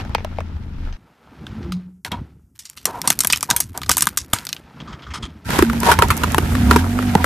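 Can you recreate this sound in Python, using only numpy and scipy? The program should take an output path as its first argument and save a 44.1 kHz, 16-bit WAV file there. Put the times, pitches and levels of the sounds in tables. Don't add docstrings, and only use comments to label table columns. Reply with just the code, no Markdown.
import sys
import numpy as np
from scipy import signal
from scipy.fft import rfft, irfft, next_fast_len
from scipy.io import wavfile
from scipy.ndimage import uniform_filter1d, map_coordinates

SR = 44100
rng = np.random.default_rng(int(sys.argv[2]) if len(sys.argv) > 2 else 0)


def pcm_store(signal):
    levels = np.round(np.clip(np.atleast_2d(signal), -1, 1) * 32767)
    wavfile.write(sys.argv[1], SR, levels.astype(np.int16).T)


N = 319725

# t/s, rumble level/dB, grinding level/dB
ROLL = [
    [(0.0, -32, -28), (0.04, -35.5, -42), (0.472, -36, -49), (0.756, -32.5, -49.5), (0.856, -31.5, -45),
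     (0.97, -71, -50.5)],
    [(0.97, -48, -61.5), (1.18, -73.5, -57.5), (1.43, -39.5, -48), (1.64, -33, -44.5), (1.82, -44.5, -56.5),
     (2.04, -58.5, -90), (2.12, -32.5, -44), (2.52, -57, -83.5), (2.7, -66.5, -70.5), (3.07, -37, -48),
     (3.43, -44.5, -52.5), (3.8, -37, -63), (3.98, -33.5, -45.5), (4.21, -44.5, -56.5), (4.74, -55, -50.5),
     (4.81, -36, -45.5), (5.06, -46, -50.5), (5.24, -30, -48.5), (5.45, -47, -55.5)],
    [(5.46, -25, -49), (5.528, -22, -25.5), (5.65, -23.5, -34.5), (6.012, -20.5, -34), (6.302, -25.5, -31),
     (6.686, -19.5, -31), (6.876, -28.5, -34), (7.25, -32, -31.5)],
]
# drone/dB, grit/dB, hiss/dB
SHOT_LEVELS = [(0.5, -4, -24.5), (3.5, -6.5, -27), (1.5, -3, -7)]
# f/Hz, relative density/dB
RUMBLE = [(18, -20.5), (35, -13), (70, 5), (120, -4), (160, -15.5)]
DRONE = [(95, -19.5), (135, 9), (250, 4), (365, -3.5), (430, -9.5), (650, -31)]
GRIT = [(1500, -2), (2200, -3.5), (3500, -8), (5500, -14), (8000, -28), (12000, -44)]
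HISS = [(4500, -16.5), (6500, -9.5), (9000, -10.5), (14300, -10), (15000, -28), (16500, -44)]
CRACKLE = [(1300, 5), (2000, -3.5), (4500, -9), (7000, -12.5), (14000, -14.5), (15000, -37)]
# f/Hz, relative density/dB
PLASTIC = [(880, -3), (1500, -0.5), (2500, -1.5), (3880, -4), (7500, -5), (13100, -3.5), (14500, -1),
           (16400, -57)]
BRITTLE = [(880, -9.5), (1500, -13), (2310, -18.5), (3880, -23), (4690, -25.5), (13800, -26.5),
           (15400, -29), (16400, -65)]
CARD = [(880, -30.5), (1500, 7), (2260, 6.5), (3620, -8.5), (6210, -12.5), (12100, -62), (16400, -92.5)]
# f/Hz, width/Hz, relative gain/dB
TREAD = [(386, 430, -11), (898, 236, -8), (1340, 260, -9.5)]
HOLLOW = [(295, 470, -13), (766, 69, -5.5), (950, 44, 3), (1400, 1300, -16.5)]
SHELL = [(950, 84, 4), (1236, 130, 8.5), (2090, 300, -2), (3220, 190, 1), (5180, 100, -6), (6450, 130, -17)]
BODYWORK = [(79.7, 29.5, 3.5), (170, 73, -19), (244, 36, 2.5), (725, 66, -18)]
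# f/Hz, width/Hz, relative gain/dB
CUP_MODES = [(450, 83, 0.5), (620, 140, 1.5), (880, 266, -7), (1280, 710, -9.5)]
TOY_MODES = [(698, 210, -6.5), (980, 110, -1), (1205, 85, 2), (1560, 150, -3), (2060, 160, -7.5),
             (3400, 430, -13.5)]
STICK_MODES = [(340.5, 110, 15), (970, 267, -1), (1340, 113, -5), (1800, 860, -12), (2510, 650, -18.5)]
# t/s, f/Hz, nominal rms level/dB
HUM = [
    [(1.62, 179.5, -45), (1.742, 181, -25), (2.02, 183.6, -51)],
    [(5.6, 228.7, -18), (5.8, 231.4, -24), (5.9, 236, -31)],
    [(.76, 29.8, -28), (.85, 29.6, -22.5), (.97, 30.6, -32)],
    [(1.53, 213, -40), (1.575, 219, -35.5), (1.63, 228, -51)],
    [(1.6, 347, -44), (1.665, 346, -37), (1.72, 340, -45)],
]
# t/s, firing rate/Hz, gain/dB
IDLE = [(0.0, 29.54, -32.5), (0.689, 25.68, -34), (0.969, 26.6, -35.5)]
ORDER_DB = [0, -4.5, 3, -18.5, -8, -48, -9, -12, -30, -19.5]
# t/s, cycle rate/Hz, gain/dB
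REV = [(6.1, 26.41, -26), (6.298, 26.42, -31), (6.499, 28.01, -26.5), (6.602, 33.14, -22.5),
       (6.7, 36.63, -14.5), (6.8, 42.4, -19.5), (6.9, 46.75, -21.5), (7.001, 50.4, -20), (7.079, 48.9, -18),
       (7.25, 41.46, -27)]
# t/s, nominal length/s, groan gain/dB, crackle gain/dB, peak position on the envelope axis
CRUNCHES = [(2.051, 0.039, -34.5, -33.5, 0.13), (2.106, 0.083, -25, -57, 0.25),
            (2.864, 0.067, -26, -40, 0.15), (2.919, 0.092, -25.5, -40.5, 0.33),
            (3.033, 0.099, -28, -31, 0.16), (3.486, 0.11, -24.5, -36, 0.088),
            (3.743, 0.061, -27, -43, 0.066), (3.888, 0.028, -19.5, -21, 0.33),
            (4.329, 0.13, -37.5, -33.5, 0.035), (5.44, 0.21, -23, -20.5, 0.63),
            (5.789, 0.15, -12.5, -16, 0.76), (6.007, 0.054, -13, -21.5, 0.38),
            (6.664, 0.16, -22, -24, 0.39), (7.128, 0.19, -24.5, -59, 0.27)]
# t/s, main length/s, gain/dB, favoured f/Hz
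SCUFFS = [(4.801, 0.029, -35.5, 3000), (4.871, 0.11, -36.5, 1140), (4.926, 0.036, -36, 2520),
          (4.991, 0.028, -43, 2000), (5.02, 0.049, -38, 3500), (5.064, 0.05, -36.5, 1200),
          (5.104, 0.037, -34.5, 2000), (5.135, 0.062, -26, 5100), (5.224, 0.056, -28.5, 3270)]
# t/s, nominal level/dB, f/Hz
THUDS = [(4.335, -4, 120), (5.59, 1.5, 321), (5.625, 11, 345), (6.761, -1, 314), (7.155, 9, 190)]
# t/s, peak level/dB
SPITS = [(5.803, -8.5), (6.085, -11.5), (6.168, -12.5), (6.176, -11), (6.32, -14)]
# t/s, splinter peak/dB, ring over splinters/dB, pitch/Hz, crack t60/s (limited in breaks())
CUPS = [(0.0502, -33, 8.5, 910, 0.011), (0.095, -40, 15.5, 646, 0.0072), (0.1489, -2, -1, 890, 0.0076),
        (0.182, -23.5, 2, 880, 0.014), (0.205, -28.5, 0, 800, 0.0082), (0.2467, -28, 14, 920, 0.0092),
        (0.371, -33, -5, 2000, 0.013), (0.3853, -22.5, 11, 795, 0.016), (0.405, -26, 4.5, 680, .01),
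        (0.926, -30, -9, 1362, 0.022)]
TOYS = [(1.4671, -30, 7, 3630, 0.03), (1.7213, -19.5, -0.5, 4100, 0.039), (2.048, -14, -4, 3970, 0.022),
        (2.1173, -14.5, -8, 3160, 0.033), (2.591, -22.5, -35, 6600, 0.16), (2.654, -24, -24, 5300, 0.079),
        (2.6988, -18.5, -30, 7700, 0.0051), (2.774, -25, -5, 4300, 0.075), (2.8546, 6, -18.5, 7640, 0.019),
        (3.0167, -6.5, -26, 6030, 0.0044), (3.0749, 1.5, -4.5, 7900, 0.032), (3.1026, 8, -9, 7400, 0.013),
        (3.1201, -11, -10.5, 7100.0, 0.0088), (3.1904, 2, -35.5, 8240, 0.0057),
        (3.2053, 4, -37.5, 8400, 0.023), (3.236, -9, -13.5, 6850, 0.0069), (3.2473, -2, -2.5, 7600, 0.014),
        (3.2715, 0.5, -33.5, 11300, 0.017), (3.3003, -8, -0.5, 4730, 0.048), (3.325, 1.5, -35, 8900, 0.016),
        (3.3321, 2.5, -12.5, 2980, 0.018), (3.36, -7.5, -15.5, 5160, 0.01),
        (3.374, -10, -17.5, 7000.0, 0.0067), (3.4083, -10.5, -36, 5770, 0.011),
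        (3.4284, 0, -11, 7700, 0.014), (3.5022, 1.5, -17.5, 5940, 0.028), (3.51, -3.5, 4.5, 6470, 0.016),
        (3.5207, -20.5, -12, 3800.0, 0.012), (3.5635, 0, -34, 11100, 0.034), (3.603, 2.5, -15, 9400, 0.026),
        (3.7762, -6, -13, 8150, 0.0048), (3.8171, -16, -2.5, 5370, 0.0079), (3.8331, -16, -5, 3500, 0.013),
        (3.8617, -26.5, -3.5, 5040, 0.026), (3.8935, 7.5, -9, 7000, 0.011), (3.908, -7.5, 1, 6000.0, 0.014),
        (3.9147, 2.5, -13, 7000, 0.032), (3.9692, 2.5, -12, 8800, 0.011), (3.9798, -1.5, -19, 9500, 0.028),
        (4.0082, 2.5, -34, 7200, 0.0051), (4.022, 6.5, -16.5, 8340, 0.016),
        (4.0556, -9.5, -25.5, 10000.0, 0.0059), (4.07, 0.5, -4, 7400, 0.013),
        (4.1732, -2.5, -11.5, 7300, 0.036), (4.334, 0.5, 1, 8160, 0.032), (4.3865, -13, -15, 4500, 0.0099),
        (4.452, -15, -33, 8700.0, 0.01), (4.4684, -12, -35, 4240, 0.0059), (4.49, -13, -20, 4730, 0.022),
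        (4.529, -5, -34, 4160, 0.0056), (4.565, -24, -11, 3350, 0.015)]
STICKS = [(5.491, -19, 6, 987, 0.014), (5.505, -7, -5, 1550, 0.014), (5.589, -2, 5, 986, 0.04),
          (5.624, 0, -1, 1340, 0.025), (5.698, -12.5, 1, 1170, 0.023), (5.732, -14.5, -2.5, 1073, 0.016),
          (5.832, -6.5, -4, 987, 0.031), (5.872, -13, -2.5, 976, 0.048), (5.916, 3, 0, 1305, 0.063),
          (5.989, 3.5, -5, 1170, 0.034), (6.022, 5, 3, 1305, 0.022), (6.104, 0, -7.5, 1160, 0.08),
          (6.235, -4.5, -1, 1410, 0.036), (6.346, 4.5, -34, 1590, 0.0028), (6.382, 1.5, -4, 704, 0.017),
          (6.552, -12.5, 0.5, 1810, 0.02), (6.711, 2, 4, 1180, 0.022), (6.761, -2.5, 10.5, 942, 0.042),
          (6.842, -30, 16.5, 1190, 0.013), (6.989, -27, 21, 1250, 0.012), (7.026, -19.5, 4.5, 1400, 0.03),
          (7.152, -4, 7.5, 830, 0.0062), (7.243, -3.5, 4.5, 1157, 0.03)]
# f/Hz, correlation [0..1]
LIKENESS = [(60, 0.98), (150, 0.99), (380, 0.69), (950, 0.44), (2380, 0.22), (5980, 0.063), (15000, 0.01)]

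MONO_START_S, MONO_END_S = 0.97, 5.45
TOP_HZ = 16500
DRONE_SHARE = 0.55
HISS_FLOOR_DB = -77.5
LUMPS_DB = 1.6
SETTLE_DB, SETTLE_T60_S = -35.5, 0.16
STRAIN_START_S, STRAIN_END_S, STRAIN_DB = 2.55, 4.6, -54
TICKS_PER_S, TICK_T60_S, TICK_SCATTER_DB = 180, 0.013, 3
SCUFF_RISE = 0.07
SCUFF_TOP_HZ, SCUFF_BRIGHTENS = 5600, 0.3
GRAIN_DB = 2.2
THUD_T60_S, SPIT_T60_S = 0.027, 0.014
SNAP_DB, SNAP_T60_S = 7, 0.0011
THUMP_FOLLOWS = 0.94
FOCUS_OCTAVES = 0.81
PIECE_Q = 5.46
UNEVEN_DB = 4


def amp(db):
    return 10 ** (np.asarray(db) / 20)


def decay(t, t60_s):
    return amp(-60 * t / t60_s)


def unit(x):
    return x / np.sqrt(np.mean(x ** 2) + 1e-20)


def along(points, hz):
    f, v = np.transpose(points)
    return np.interp(np.log(hz + 1), np.log(f + 1), v)


def bell(hz, centre_hz, octaves):
    return np.exp(-0.5 * (np.log2(hz / centre_hz) / octaves) ** 2)


def filtered(x, response, size=None):
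    m = size or next_fast_len(N + 4096)
    return irfft(rfft(x, m) * response(np.fft.rfftfreq(m, 1 / SR)), m)[..., :x.shape[-1]]


def colour(spectrum):
    low_hz, high_hz = spectrum[0][0], spectrum[-1][0]
    return lambda hz: amp(along(spectrum, hz)) * (hz > low_hz) * (hz < high_hz)


def modes(table, gains=1):
    gains = np.broadcast_to(gains, len(table))

    def response(f):
        total = 0
        for k, ((centre, width, db), gain) in enumerate(zip(table, gains)):
            damping = 1j * f * width
            total = total + (-1) ** k * gain * amp(db) * damping / (centre ** 2 - f ** 2 + damping)
        return total
    return response


def wobble(rate, count=N):
    steps = np.arange(0, count + 16, 16)
    coarse = map_coordinates(rng.standard_normal(4096), [steps * rate / SR])
    return np.interp(np.arange(count), steps, coarse)


def place(track, start_s, sound):
    room = track[..., round(start_s * SR):][..., :sound.shape[-1]]
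    room += sound[..., :room.shape[-1]]


def crumbs(response, fast_db, slow_db):
    lumps = amp(fast_db * wobble(400) + slow_db * wobble(35))
    return unit(filtered(lumps * rng.standard_normal((2, N)), response))


def ticks(response):
    hits = (rng.random(N) < TICKS_PER_S / SR) * amp(TICK_SCATTER_DB * rng.standard_normal(N))
    tails = signal.lfilter([1], [1, -decay(1 / SR, TICK_T60_S)], hits)
    return unit(filtered(tails * rng.standard_normal((2, N)), response))


def rolling():
    s, rumble_db, grind_db = np.transpose(np.concatenate(ROLL))
    drone_db, grit_db, hiss_db = np.repeat(SHOT_LEVELS, [len(shot) for shot in ROLL], axis=0).T
    drone_db = drone_db + grind_db + DRONE_SHARE * (rumble_db - grind_db)
    t = np.arange(N) / SR

    def level(db):
        return amp(np.interp(t, s, db))

    def tread(f):
        return modes(TREAD)(f) / (1 + (f / 2200) ** 4)

    out = level(rumble_db) * crumbs(colour(RUMBLE), fast_db=3.5, slow_db=5.0)
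    out += level(drone_db) * crumbs(colour(DRONE), fast_db=4.0, slow_db=LUMPS_DB)
    out += level(grind_db) * crumbs(tread, fast_db=3.0, slow_db=LUMPS_DB)
    out += level(grind_db + grit_db) * crumbs(colour(GRIT), fast_db=2.0, slow_db=LUMPS_DB)
    hiss = level(grind_db + hiss_db) + amp(HISS_FLOOR_DB)
    out += hiss * crumbs(colour(HISS), fast_db=1.2, slow_db=0.7)

    toy_s, toy_db = np.array(TOYS)[:, :2].T
    cracks = np.zeros(N)
    cracks[np.round(toy_s * SR).astype(int)] = amp(toy_db + SETTLE_DB)
    rustle = signal.lfilter([1], [1, -decay(1 / SR, SETTLE_T60_S)], cracks)
    out += rustle * crumbs(colour(PLASTIC), fast_db=6.0, slow_db=-1.5)
    strained = (t > STRAIN_START_S) * (t < STRAIN_END_S)
    return out + amp(STRAIN_DB) * strained * ticks(colour(PLASTIC))


def hum():
    out = np.zeros(N)
    for rows in HUM:
        s, hz, db = np.transpose(rows)
        t = np.arange(s[0], s[-1], 1 / SR)
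        fade = np.clip(np.minimum(t - s[0], s[-1] - t) / 0.026, 0, 1)
        phase = 2 * np.pi * np.cumsum(np.interp(t, s, hz)) / SR + 0.25 * wobble(40.6, len(t))
        level = np.sqrt(2) * amp(np.interp(t, s, db) + 1.7 * wobble(31.0, len(t)))
        place(out, s[0], fade * level * np.sin(phase))
    return out


def idle():
    s, hz, db = np.transpose(IDLE)
    t = np.arange(0, s[-1], 1 / SR)
    turn = 2 * np.pi * np.cumsum(np.interp(t, s, hz)) / SR
    stack = np.zeros(len(t))
    for k, order_db in enumerate(ORDER_DB, start=1):
        level = amp(order_db + LUMPS_DB * wobble(6, len(t)))
        stack += level * np.sin(k * turn + 0.5 * wobble(6.4, len(t)))
    fade = np.clip((s[-1] - t) / 0.044, 0, 1)
    return np.pad(stack * amp(np.interp(t, s, db)) * fade, (0, N - len(t)))


def rev():
    s, hz, db = np.transpose(REV)
    t = np.arange(s[0], s[-1], 1 / SR)
    rate = np.interp(t, s, hz)
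    turn = 2 * np.pi * np.cumsum(rate) / SR

    def body(f):
        return sum(amp(gain) / (1 + (2 * (f - c) / w) ** 2) for c, w, gain in BODYWORK)

    stack = np.zeros(len(t))
    for k in range(1, 31):
        level = body(k * rate) * amp(2.9 * wobble(6, len(t)))
        stack += level * np.sin(k * turn + 0.4 * wobble(4.5, len(t)) + k * k)
    out = np.zeros(N)
    place(out, s[0], stack * amp(np.interp(t, s, db)) * np.clip((t - s[0]) / 0.17, 0, 1))
    return out


def crunches():
    groan, crackle = np.zeros((2, N))
    for s, length, groan_db, crackle_db, peak in CRUNCHES:
        u = np.linspace(0, 1.3, round(1.23 * length * SR))
        shape = np.interp(u, [0, np.clip(peak, 0.02, 0.98), 1.3], [0, 1, 0]) ** 1.38
        place(groan, s, amp(groan_db) * shape)
        place(crackle, s, amp(crackle_db) * shape)

    def dull(f):
        return modes(HOLLOW)(f) / (1 + (f / 2400) ** 2)

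    return (groan * crumbs(dull, fast_db=0.5, slow_db=3.0)
            + crackle * crumbs(colour(CRACKLE), fast_db=3.0, slow_db=3.5))


def scuffs():
    out = np.zeros(N)
    for s, length, db, pitch_hz in SCUFFS:
        u = np.linspace(0, 1.5, round(1.5 * length * SR))
        grains = amp(GRAIN_DB * wobble(511, count=8192)) * rng.standard_normal(8192)
        shell = modes(SHELL, amp(10 * bell(np.array(SHELL)[:, 0], pitch_hz, 0.21)))
        top_hz = SCUFF_TOP_HZ * amp(SCUFF_BRIGHTENS * (db + 42))

        def response(f):
            return (np.abs(shell(f)) + amp(-10)) * (f > 300) / (1 + (f / top_hz) ** 8)

        rub = unit(filtered(grains, response, size=8192))
        shape = np.interp(u, [0, SCUFF_RISE, 1, 1.5], [0, 0.9, 0.0, 0.062])
        place(out, s, amp(db) * shape * rub[:len(u)])
    return out


def thuds():
    out, t = np.zeros(N), np.arange(SR // 10) / SR
    for s, db, hz in THUDS:
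        envelope = amp(db) * decay(t, THUD_T60_S) * (1 - np.exp(-t / 0.0023))
        place(out, s, envelope * np.sin(2 * np.pi * hz * t))
    return out


def spits():
    out, t = np.zeros((2, N)), np.arange(2000) / SR
    for s, db in SPITS:
        noise = rng.standard_normal((2, len(t))) * decay(t, SPIT_T60_S)
        tick = filtered(noise, colour(HISS), size=4096)
        place(out, s, amp(db) * tick / np.abs(tick).max())
    return out


def breaks(events, spectrum, body, focus_db, ring_focus_db, piece_db, ring_s, thump_db, thump_hz,
           debris_db, linger):
    t = np.arange(4000) / SR
    rise = 1 - np.exp(-t / 0.00013)
    snap = amp(SNAP_DB) * decay(t, SNAP_T60_S)
    out = np.zeros((2, N))
    thump = np.sin(2 * np.pi * (thump_hz * t + 0.84 * np.log(1 + t / 0.00093)))
    thump *= (1 - np.exp(-t / 0.0021)) * decay(t, 0.057)
    mode_hz = np.array(body)[:, 0]
    knot_hz = np.linspace(0, 16000, 110)
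    for s, db, ring, pitch_hz, t60 in events:
        t60 = np.clip(t60, 0.004, 0.06)
        noise, rough, loose = rng.standard_normal((3, 2, len(t)))
        knots_db = rng.normal(0, UNEVEN_DB, size=len(knot_hz))

        def own_colour(hz):
            focus = bell(hz + 1, pitch_hz, FOCUS_OCTAVES)
            return colour(spectrum)(hz) * amp(focus_db * focus + np.interp(hz, knot_hz, knots_db))

        debris = uniform_filter1d(loose * amp(4 * wobble(500, len(t))), size=3)
        debris *= amp(debris_db) * decay(t, linger * t60)
        burst = noise * decay(t, t60) + noise[0] * snap + debris
        sharp = filtered(rise * burst, own_colour, size=8192)

        mode_focus = bell(mode_hz + 1, pitch_hz, FOCUS_OCTAVES)
        shaken = amp(rng.normal(0, 3.36, size=len(body)) + ring_focus_db * mode_focus)
        whole = modes(body, shaken)
        piece = modes([(pitch_hz, pitch_hz / PIECE_Q, piece_db)])
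        shock = rough * decay(t, ring_s) + rough[0] * snap
        shell = filtered(rise * shock, lambda f: whole(f) + piece(f), size=8192)

        place(out, s, amp(db) * sharp / np.abs(sharp).max()
              + amp(db + ring) * shell / np.abs(shell).max()
              + amp(thump_db + THUMP_FOLLOWS * (db + ring)) * thump)
    return out


def spread(pair, width):
    def blend(hz):
        turn = width * np.arccos(np.clip(along(LIKENESS, hz), -1, 1)) / 2
        return np.array([np.cos(turn), np.sin(turn)])

    mid, side = filtered(pair, blend)
    t = np.arange(N) / SR
    lean = amp(np.where(t < MONO_START_S, 0.5, -0.8))
    mono = (t > MONO_START_S) & (t < MONO_END_S)
    return np.where(mono, pair[0], [(mid + side) * lean, (mid - side) / lean])


def scene():
    bed = rolling() + crunches() + scuffs() + idle()
    narrow = np.tile(hum() + rev() + thuds(), (2, 1))
    near = spits()
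    near += breaks(CUPS, CARD, CUP_MODES, focus_db=-12, ring_focus_db=11.5, piece_db=9.5, ring_s=0.014,
                   thump_db=-19.0, thump_hz=150, debris_db=-6.5, linger=6.1)
    near += breaks(TOYS, PLASTIC, TOY_MODES, focus_db=16.5, ring_focus_db=13, piece_db=-11.5, ring_s=0.014,
                   thump_db=-15.5, thump_hz=70.0, debris_db=-10.5, linger=3.9)
    near += breaks(STICKS, BRITTLE, STICK_MODES, focus_db=4.0, ring_focus_db=20.5, piece_db=24.5,
                   ring_s=0.014, thump_db=-11.5, thump_hz=326, debris_db=-9.5, linger=1.85)
    return spread(bed, width=1.0) + spread(narrow, width=0) + spread(near, width=0.8)


def record(dry):
    clipped = dry / (1 + np.abs(dry / 0.88) ** 8) ** (1 / 8)
    return filtered(clipped, lambda hz: (hz < TOP_HZ) / (1 + (hz / 14800) ** 30))


dry = scene()
out = record(dry)
pcm_store(out)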